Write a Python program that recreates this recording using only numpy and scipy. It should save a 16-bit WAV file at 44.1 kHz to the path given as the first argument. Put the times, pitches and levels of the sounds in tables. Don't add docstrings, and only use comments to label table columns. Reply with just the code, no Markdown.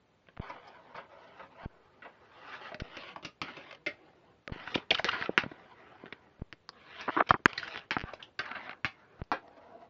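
import sys
import numpy as np
from scipy import signal
from scipy.fft import rfft, irfft
from scipy.io import wavfile
from scipy.ndimage import uniform_filter1d

SR = 44100
rng = np.random.default_rng(int(sys.argv[2]) if len(sys.argv) > 2 else 0)


def dump(signal):
    limited = np.clip(np.atleast_2d(signal).T, -1, 1)
    pcm = np.round(limited * 32767).astype(np.int16)
    wavfile.write(sys.argv[1], SR, pcm)


def field_ratio(decibels):
    return 10 ** (np.asarray(decibels, dtype=float) / 20)


N = 436149
HIT_N = 6000


def band(x, lo_hz, hi_hz, order=2):
    return signal.sosfilt(signal.butter(order, [lo_hz, hi_hz], "band", fs=SR, output="sos"), x)


def ring(x, hz, width_hz):
    return signal.lfilter(*signal.iirpeak(hz, hz / width_hz, fs=SR), x)


def casing(x, hz, width_hz):
    return ring(ring(x, hz, width_hz), hz, 1.05 * width_hz)


def unit(x):
    return x / np.sqrt(np.mean(x ** 2) + 1e-18)


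def peak(x):
    return x / np.abs(x).max()


def walk(count, per_s):
    points = rng.standard_normal(int(count * per_s / SR) + 2)
    return 1.1 * np.interp(np.arange(count) * per_s / SR, np.arange(len(points)), points)


def grit(count, per_s, spread_db):
    when, sign, strength = rng.random((count, 3)).T
    hard = np.minimum(-np.log(1 - strength), 3.5)
    return (when < per_s / SR) * np.sign(sign - .5) * field_ratio(spread_db * hard)


def blow(t60, rebound=0.38):
    decay = np.exp(-np.log(1000) * np.arange(HIT_N) / SR / max(t60, .003))
    x = grit(HIT_N, 2500, 2.5) * rebound * decay
    x[0] = 1.25
    return x


def shots():
    edges = [0] + [int((r[0] - .003) * SR) for r in RESTARTS[1:]] + [N]
    return list(zip(edges, edges[1:]))


def place_at(s):
    return sum(a <= s * SR for a, _ in shots()) - 1


# frequency in Hz, level in dB per Hz.
AIR = [(24, -29), (40, -12), (86, 0), (342, -10), (399, -6), (720, -11), (3720, -23), (5280, -27.5),
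       (7500, -11.5), (9750, -50), (16500, -120)]
AIR_DB = -67.5


def air():
    log_hz = np.log(np.arange(N // 2 + 1) * SR / N + 1)
    hz, db = np.array(AIR).T
    shape = field_ratio(np.interp(log_hz, np.log(hz), db))
    return field_ratio(AIR_DB) * unit(irfft(rfft(rng.standard_normal(N)) * shape, N))


def room_echo():
    t60_s, treble_t60_s, top_hz, floor_echo_s = 0.17, 0.13, 3000, 0.0061
    t = np.arange(int(.4 * SR)) / SR
    noise = rng.standard_normal(len(t)) * np.clip(t / 0.0021, 0, 1)
    tail = band(noise, 120, top_hz, order=1) * field_ratio(-60 * t / t60_s)
    tail += 0.45 * band(noise, 120, top_hz, order=1) * 0 + 0.45 * noise * field_ratio(-60 * t / treble_t60_s)
    tail = tail / np.sqrt(np.sum(tail ** 2))
    tail[int(floor_echo_s * SR)] += .35
    return tail


# frequency in Hz, width in Hz, level in dB.
TRACK = [
    [(403, 21, 13), (660, 310, 73), (1360, 290, -1), (2930, 33, 60), (3800, 110, 20), (5200, 150, 20)],
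    [(430, 9.3, -15), (1215, 8.3, -2), (1660, 210, -8), (2760, 25, -23), (4130, 65, -12), (872, 27, 7),
     (615, 17, 30)],
    [(558, 61, 27.5), (1226, 33, 24.5), (1850, 9.3, -30), (2500, 270, -19), (4800, 61, -56)],
    [(1370, 60, 22.5), (1970, 64, 14.5), (3060, 35, 13), (5410, 200, 5.5)],
    [(337, 330, 24.5), (1190, 480, 20.5), (1403, 24, 28.5), (2860, 270, -2), (5170, 460, -48)],
    [(712, 110, 19.5), (1360, 22, 24.5), (1700, 33, 3), (2290, 65, 4), (3870, 230, 6.5)],
    [(621, 110, 43), (3930, 150, -19)],
]


def track(x, place, widen=2.5):
    return sum((-1) ** k * field_ratio(db) * ring(x, hz, widen * width_hz + 25)
               for k, (hz, width_hz, db) in enumerate(TRACK[place]))


THUD_DB = (-10.5, -9.5, -8.5, -11, -13, -12, -7)
# glassy tick of the marble in dB re peak, at 1500 Hz.
TICK_DB = (-18, -25, -9, -18, -6.5, -16.5, -2.5)


def frame_thud_db(s, db):
    return THUD_DB[place_at(s)] - 0.16 * (db + 27.5)


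def glass_tick_db(s, hz):
    return TICK_DB[place_at(s)] + 5.5 * np.log2(hz / 1500)


def knock(s, db, hz, thud_db, tick_db, wet_db):
    hit = blow(.046 + .001 * wet_db, rebound=np.clip(.95 + .02 * wet_db, .25, .95))
    hit[0] = .7
    clack = peak(ring(ring(hit, hz, .5 * hz), hz, 6.3 * hz))
    clack = clack + field_ratio(-9.5) * peak(track(hit, place_at(s), widen=0.78))
    thud = ring(ring(hit, 340, 540), 110, 460)
    tick = band(hit, 3400, 6100) + 0.6 * casing(hit, 4816, 1200)
    sound = peak(band(clack, 490, 3200)) + field_ratio(thud_db) * peak(thud) + field_ratio(tick_db - 0.5) * peak(tick)
    sound = field_ratio(db) * sound
    return s, sound, field_ratio(min(wet_db, 4)) * sound


# start in seconds, peak in dB, pitch in Hz, thud in dB re peak.
RATTLES = [(.27, -51, 2310, -15), (.367, -44.5, 1350, -11), (3.71, -36.5, 2130, -36),
           (3.727, -37.5, 3080, -19), (4.496, -52.5, 1200, 16.5), (4.777, -32, 2587, -1),
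           (5.224, -20, 1374, -23.5), (5.242, -35, 1456, -5.5), (5.258, -25.5, 2620, -28.5),
           (5.436, -28.5, 915, 2.5), (5.515, -41, 950, 4), (6.058, -39.5, 1270, -2), (6.064, -40, 2030, -3),
           (6.079, -45, 1342, -9), (7.481, -42, 3420, -24.5), (7.494, -38.5, 2560, -29),
           (3.748, -40, 2800, -21), (8.489, -38, 1980, -39), (8.513, -28.5, 1960, -10.5),
           (8.71, -33.5, 1970, -17), (8.73, -38.5, 1360, -17), (9.238, -51.5, 3200, -9),
           (9.479, -48, 806, -3.5)]


def rattles():
    return [knock(s, db, hz, thud_db, glass_tick_db(s, hz), -19) for s, db, hz, thud_db in RATTLES]


# start in seconds, peak in dB, pitch in Hz, room share in dB.
JOINTS = [(.286, -44, 1450, -12), (0.498, -36, 1010, -2.5), (0.944, -45, 727, 12), (.977, -41.5, 719, 2.5),
          (1.395, -39.5, 1350, -2.5), (1.431, -41, 937, -6.5), (2.021, -44, 1200, 0),
          (2.048, -45, 640, 7.5), (2.52, -45, 1750, -3), (2.718, -33, 640, -8), (2.968, -29.5, 2510, -12),
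          (3.16, -30.5, 620, -8), (3.227, -41, 2910, -3.5), (3.482, -38, 1080, -1.5),
          (3.567, -38, 2740, -2.5), (4.675, -28, 1370, -14), (5.127, -31.5, 1380, 7),
          (5.212, -24.5, 1940, -14.5), (7.009, -30.5, 2580, -5.5), (7.531, -30, 2550, -21),
          (8.55, -35.5, 1360, 16), (8.694, -27, 1390, -27)]


def joints():
    return [knock(s, db, hz, frame_thud_db(s, db), glass_tick_db(s, hz), wet_db)
            for s, db, hz, wet_db in JOINTS]


# start in seconds, peak in dB, pitch in Hz, tick in dB re peak,
# room share in dB.
LANDINGS = [
    (.374, -35.5, 1190, -43, -50),
    (2.744, -30, 1750, -6, -16),
    (2.8, -30.5, 1720, -5, -13),
    (3.248, -28.5, 2500, 1, -6.5),
    (3.416, -22.5, 2500, -1, -8.5),
    (3.863, -24, 1850, -6, -5),
    (4.477, -24.5, 1500, -6.5, -47),
    (6.125, -28, 1850, -36, -24),
    (7.2907, -23, 2580, -3.5, -6.5),
    (8.391, -22.5, 1466, -10, -4.5),
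]


def landings():
    return [knock(s, db, hz, frame_thud_db(s, db), tick_db, wet_db) for s, db, hz, tick_db, wet_db in LANDINGS]


# time in seconds, pop in dB, dip before it in dB, fall time in ms.
RESTARTS = [
    (0.4008, -22.5, -29.5, 1),
    (1.6602, -23, -39, 0.82),
    (2.8209, -22.5, -52, 0.77),
    (4.5226, -22.5, -34, 0.87),
    (6.4205, -22.5, -38.5, 0.83),
    (8.0429, -32.5, -23.5, 3.7),
    (9.2215, -27.5, -23, 2.8),
]


def pops():
    out, ms = np.zeros(N), np.arange(-1200, 9000) / SR * 1000
    after = np.clip(ms, 0, None)
    dip = (ms > -4.1) * np.exp(-np.clip(ms + 4.1, 0, None) / 1.4)
    tick = (ms > -24.3) * np.exp(-np.clip(ms + 24.3, 0, None) / 1.3)
    rise = np.exp(ms / 1.2) * (ms > -4.1)
    for s, db, dip_db, fall_ms in RESTARTS:
        fall = 1.3 * np.exp(-after / fall_ms) - .29 * np.exp(-after / 4.5) - .01 * np.exp(-after / 150)
        spike = np.where(ms < 0, rise, fall)
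        i = int(s * SR) - 1200
        out[i:i + len(ms)] += field_ratio(db) * spike - field_ratio(dip_db) * dip - field_ratio(-41) * tick
    return uniform_filter1d(out, size=9)


# start
# in seconds, time the fade-out begins in seconds, level at start in dB, level as the fade-out # begins in dB.
RUNS = [(0.411, 0.93, -44.5, -53), (0.956, 1.06, -41, -51.5), (1.092, 1.405, -51.5, -48.5),
        (1.374, 1.46, -48, -48.5), (1.488, 1.654, -57.5, -41.5), (1.658, 2.24, -67.5, -61.5),
        (2.02, 1.86, -66, -46), (2.142, 2.556, -69.5, -39.5), (2.56, 2.68, -49, -42),
        (2.816, 3.04, -57.5, -43.5), (2.98, 3.09, -59, -44.5), (3.27, 3.08, -62, -66),
        (3.43, 3.74, -48.5, -53.5), (3.91, 4.34, -62.5, -70.5), (4.518, 4.78, -44.5, -43.5),
        (4.892, 5.5, -59, -53), (5.066, 5.246, -35, -39), (5.42, 6.04, -56.5, -55.5),
        (6.057, 6.405, -58.5, -70), (6.73, 7.003, -62.5, -42.5), (6.975, 7.181, -52.5, -42.5),
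        (7.274, 7.292, -40, -69.5), (7.47, 7.5, -51.5, -42), (7.545, 7.777, -48.5, -43),
        (7.914, 7.56, -58, -46), (8.04, 8.09, -45, -39), (8.203, 8.2, -42, -43), (8.435, 8.7, -39, -42),
        (8.941, 9.2, -60, -59.5), (9.427, 9.84, -52, -52.5)]


def rails_level():
    touch_db_per_s, lift_db_per_s = 1496.5, 260.5
    t, out = np.arange(N) / SR, np.full(N, -120.)
    for start, end, first_db, last_db in RUNS:
        a, b = shots()[place_at((start + end) / 2)]
        db = np.interp(t[a:b], [start, end], [first_db, last_db])
        db -= touch_db_per_s * np.clip(start - t[a:b], 0, None)
        db -= lift_db_per_s * np.clip(t[a:b] - end, 0, None)
        out[a:b] = np.maximum(out[a:b], db)
    return out


RAILS_HZ = 864, 1350, 1500, 1750, 1450, 1600, 770
# frame rumble in dB re rails, for a run at -50 dB.
FRAME_DB = (-13, -12.5, -8, -9, -11.5, -11.5, -11)
# contact hiss in dB re rails, for a run at -50 dB.
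HISS_DB = (-15, -9.5, 0.5, -7.5, -2, -15, -26)
MODES_DB = (-14, -4.5, -13, -10.5, -12.5, -14.5, -7.5)


def rolling():
    frame_hz, hiss_hz = 400, 3200
    port_hz, port_db, port_octaves = 5200, 4.5, 0.066
    rails_db = rails_level()
    place = np.repeat(np.arange(len(TRACK)), [b - a for a, b in shots()])
    frame_db = np.take(FRAME_DB, place) + 0.38 * (rails_db + 50) - 50
    hiss_db = np.take(HISS_DB, place) + 1.3 * (rails_db + 50) - 50

    def db_at(hz, mid_hz, now):
        low = np.clip(np.log(mid_hz / hz) / np.log(mid_hz / frame_hz), 0, 1)
        high = np.clip(np.log(hz / mid_hz) / np.log(hiss_hz / mid_hz), 0, 1)
        outside_db = 6.5 * max(np.log2(frame_hz / hz), 0) + 18.6 * max(np.log2(hz / hiss_hz), 0)
        outside_db -= port_db * np.exp(-(np.log2(hz / port_hz) / port_octaves) ** 2)
        blend_db = (1 - low - high) * rails_db[now]
        blend_db = blend_db + low * (frame_db[now] + 3.5) + high * (hiss_db[now] + 0.5)
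        return blend_db - outside_db - 7.0

    seams = field_ratio(6.5) * grit(N, 120, 3.2)
    rough = (grit(N, 4000, 2.8) + seams) * field_ratio(1.5 * walk(N, 45))
    out = np.zeros(N)
    for modes, modes_db, mid_hz, (a, b) in zip(TRACK, MODES_DB, RAILS_HZ, shots()):
        now = slice(a, b)
        for k, hz in enumerate(110 * 2 ** (np.arange(25) / 4.2)):
            level_db = db_at(hz, mid_hz, now) + 2.5 * walk(b - a, 25)
            out[now] += (-1) ** k * field_ratio(level_db) * unit(ring(rough[now], hz, .18 * hz))
        for hz, width_hz, _ in modes:
            level_db = db_at(hz, mid_hz, now) + 3.5 * walk(b - a, 8) + modes_db - min(hz, 2500) / 500
            out[now] += field_ratio(level_db) * unit(ring(rough[now][::-1], hz, width_hz + 30))
    return out


# start in seconds, peak in dB, pitch in Hz, length in ms,
# room share in dB.
SKIDS = [(.49, -49.5, 5200, 24, -4), (.672, -53, 4970, 25, -7), (.96, -52, 4970, 17, -10),
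         (4.7436, -24, 2500, 7.9, -6), (4.749, -21, 3060, 10.4, -12), (4.75, -25.5, 1400, 9.1, -10),
         (4.754, -35, 5200, 10, -12), (4.9056, -12, 3000, 7.2, -15), (4.9064, -21.5, 487, 6, -12),
         (4.9115, -13, 2230, 6.2, -10.5), (4.916, -20.5, 441, 6, -7), (4.925, -28, 2325, 6, -9),
         (4.9445, -20, 3060, 12, -12), (4.946, -25.5, 1380, 10, -6), (4.974, -31.5, 2500, 7.7, -7),
         (4.984, -27.5, 3060, 8.7, -12), (4.985, -28.5, 1500, 9.9, -11), (4.993, -22.5, 646, 11.3, -12),
         (4.9928, -23, 1800, 6.8, -14), (5.045, -25.5, 440, 14, -6), (5.055, -30, 1790, 5, -9),
         (5.085, -19.5, 1410, 14, -16), (5.089, -20, 2780, 5, -14), (5.115, -30, 2700, 4, -5),
         (7.5757, -23, 4080, 10.7, -6.5), (7.577, -27, 1790, 7.6, -5), (7.596, -30, 1900, 3.5, -3.5),
         (7.628, -29, 1500, 9, -5), (7.676, -30.5, 1600, 6, -7.5), (8.133, -31, 685, 12, -10.5),
         (8.134, -38, 2370, 8, -9), (8.225, -34, 3040, 8.4, -4.5), (8.39, -26, 4200, 6, -7),
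         (8.455, -33.5, 1600, 13, -14)]


def skids():
    for s, db, hz, length_ms, wet_db in SKIDS:
        part = np.arange(HIT_N) / SR * 1000 / max(length_ms, 1)
        slips = grit(HIT_N, 9000, 2.0) * np.sin(np.pi * np.clip(part, 0, 1) ** .55)
        mode = peak(casing(slips, hz, .17 * hz + 300))
        boom = field_ratio(min(1500 / hz, 3) * 4.5 - 13.5) * peak(ring(slips, 110, 200))
        scrape = field_ratio(-9.5) * (peak(band(slips, 600, 5500)) + boom)
        yield s, field_ratio(db) * (mode + scrape), field_ratio(db + min(wet_db, 4)) * (.4 * mode + 1.56 * scrape)


# start in seconds, peak in dB, pitch in Hz, thud in dB re peak,
# rattle T60 in seconds.
BUMPS = [(4.56, -37.5, 260, -20, 0.019), (4.781, -35.5, 257, -10, 0.02), (3.418, -46.5, 120, -15, 0.044),
         (4.757, -33.5, 348, 5, 0.02), (5.293, -32, 276, 3.5, 0.031), (5.462, -32.5, 212, -11, 0.0067),
         (5.518, -47, 277, -7, 0.019), (6.038, -38, 245, -12.5, 0.0083), (7.104, -24, 1162, -32, 0.014),
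         (7.2047, -10.5, 1280, -37, 0.0034), (7.207, -8.5, 1010, -45, 0.012),
         (7.307, -2.5, 1060, -21, 0.028), (7.341, -14, 1120, -15.5, 0.037), (7.393, -51, 1050, -4.5, 0.11),
         (7.4577, -0.5, 1450, -22, 0.017), (7.9665, -13.5, 1095, -19, 0.035)]


def bumps():
    out = np.zeros(N)
    for s, db, hz, thud_db, t60 in BUMPS:
        hit = -blow(t60, rebound=0.31)
        shell = casing(hit, 0.96 * hz, 0.77 * hz) + 0.56 * casing(hit, .7 * hz, 0.16 * hz)
        kick = peak(casing(hit, 310, 400) + 1.2 * ring(ring(hit, 85, 150), 260, 370))
        edge = field_ratio(3.5 * db - 12) * peak(band(hit, 2000, 5500))
        edge[2:18] -= field_ratio(8 * db - 1) * np.hanning(16)
        body = band(peak(shell) + field_ratio(thud_db + 11.0) * kick, 20, hz + 1100, order=3)
        i = int(s * SR)
        out[i:i + HIT_N] += field_ratio(db) * (body + edge)
    return out


# delay in seconds, level in dB re room share.
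MIRRORS = [(.0061, -8), (.0097, -7), (.0028, -7.5)]
# start in seconds, peak in dB, pitch in Hz, tick in dB re peak,
# room share in dB.
SNAPS = [(5.0443, -14, 1779, -14, -9), (5.0446, -11.5, 3350, -16, -9.5), (5.3777, -3, 1668, -20, -9.5),
         (5.4215, -32, 1500, -10, -20), (6.5267, -28, 1700, -9, -18), (6.6908, -31.5, 1034, 5, -16),
         (7.7464, -31, 1600, -13, -12), (7.7587, -24, 1500, -19, -19), (7.7745, -32, 3300, -16, -12),
         (7.7756, -26.5, 1900, -15, -16), (7.7934, -33, 2800, -14, -22), (7.9086, -14.5, 1700, -11, -5.5),
         (7.9842, -27, 1700, -10, -28), (7.9948, -28.5, 1700, -13, -25), (8.0052, -27, 1700, -13, -25),
         (8.0136, -26, 1700, -12, -13), (8.8462, -13, 1600, -26, -6), (9.3166, -14, 847, -18.5, -5)]


def snaps():
    for s, db, hz, tick_db, wet_db in SNAPS:
        hit, loose = blow(0.026, rebound=.1), blow(0.046, rebound=.8)
        for delay_s, echo_db in MIRRORS:
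            hit[int(delay_s * SR)] += field_ratio(min(echo_db + wet_db + 4, 0))
        body = peak(casing(hit, hz, .75 * hz)) - field_ratio(-10) * peak(casing(hit, 1.753 * hz, .6 * hz))
        rattle = field_ratio(min(wet_db, 0) - 6.5) * peak(band(loose, .3 * hz, min(2.1 * hz, 5000)))
        thud = field_ratio(-16) * peak(ring(ring(loose, 300, 500), 120, 400))
        tick = field_ratio(tick_db) * peak(casing(hit, 4770, 1300))
        sound = field_ratio(db) * (peak(body) + tick + thud + rattle)
        yield s, sound, field_ratio(min(wet_db, 4)) * (0.45 * sound + field_ratio(db + 6) * rattle)


# level in dB, pitch in Hz, width in Hz.
CHATTER = [
    (-31, 1100, 880),
    (-28, 1140, 760),
    (-41, 1050, 440),
]
# start in seconds, end in seconds.
CHATTER_S = [
    (7.076, 7.097),
    (7.165, 7.227),
    (7.345, 7.364),
]


def chatter():
    out = np.zeros(N)
    for (start, end), (db, hz, width_hz) in zip(CHATTER_S, CHATTER):
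        a, b = int(start * SR), int(end * SR)
        slips = np.concatenate([grit(b - a, 1300, 2.7), np.zeros(600)])
        shell = unit(casing(casing(slips, hz, width_hz), hz, 2 * width_hz))
        hollow = unit(casing(slips, 343, 320))
        out[a:b + 600] += field_ratio(db) * unit(shell + 0.56 * hollow)
    return out


def contacts():
    near, far = np.zeros(N + HIT_N), np.zeros(N + HIT_N)
    for s, sound, feed in [*rattles(), *joints(), *landings(), *skids(), *snaps()]:
        i = int(s * SR)
        near[i:i + HIT_N] += sound
        far[i:i + HIT_N] += feed
    return near[:N], far[:N]


def scene():
    near, far = contacts()
    roll = rolling()
    feed = far + field_ratio(-14.5) * roll
    wet = np.concatenate([signal.fftconvolve(feed[a:b], room_echo())[:b - a] for a, b in shots()])
    return (near + roll + wet + bumps() + chatter() + air() + pops())[None]


def treble_gate(x):
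    quiet_db, masked_db = -101.5, -52
    hz, _, z = signal.stft(x, SR, nperseg=1024)
    power = np.abs(z) ** 2
    bands = np.repeat(power[:512].reshape(128, 4, -1).sum(axis=1), 4, axis=0)
    floor = np.maximum(field_ratio(2 * quiet_db), field_ratio(2 * masked_db) * power.sum(axis=0))
    z[:512] *= (bands > floor) | (hz[:512, None] < 3400)
    return signal.istft(z, SR, nperseg=1024)[1][:N]


def band_limit(x):
    return signal.sosfilt(signal.butter(12, 16500, fs=SR, output="sos"), x)


def record(dry):
    dull = signal.sosfilt(signal.butter(6, 5255, fs=SR, output="sos"), dry[0])
    gated = signal.sosfilt(signal.ellip(8, .5, 60, 7900, fs=SR, output="sos"), treble_gate(dull))
    excess = gated - np.clip(gated, -.69, .72)
    mix = gated - uniform_filter1d(excess, size=3)
    return band_limit(mix[None])


dry = scene()
out = record(dry)
dump(out)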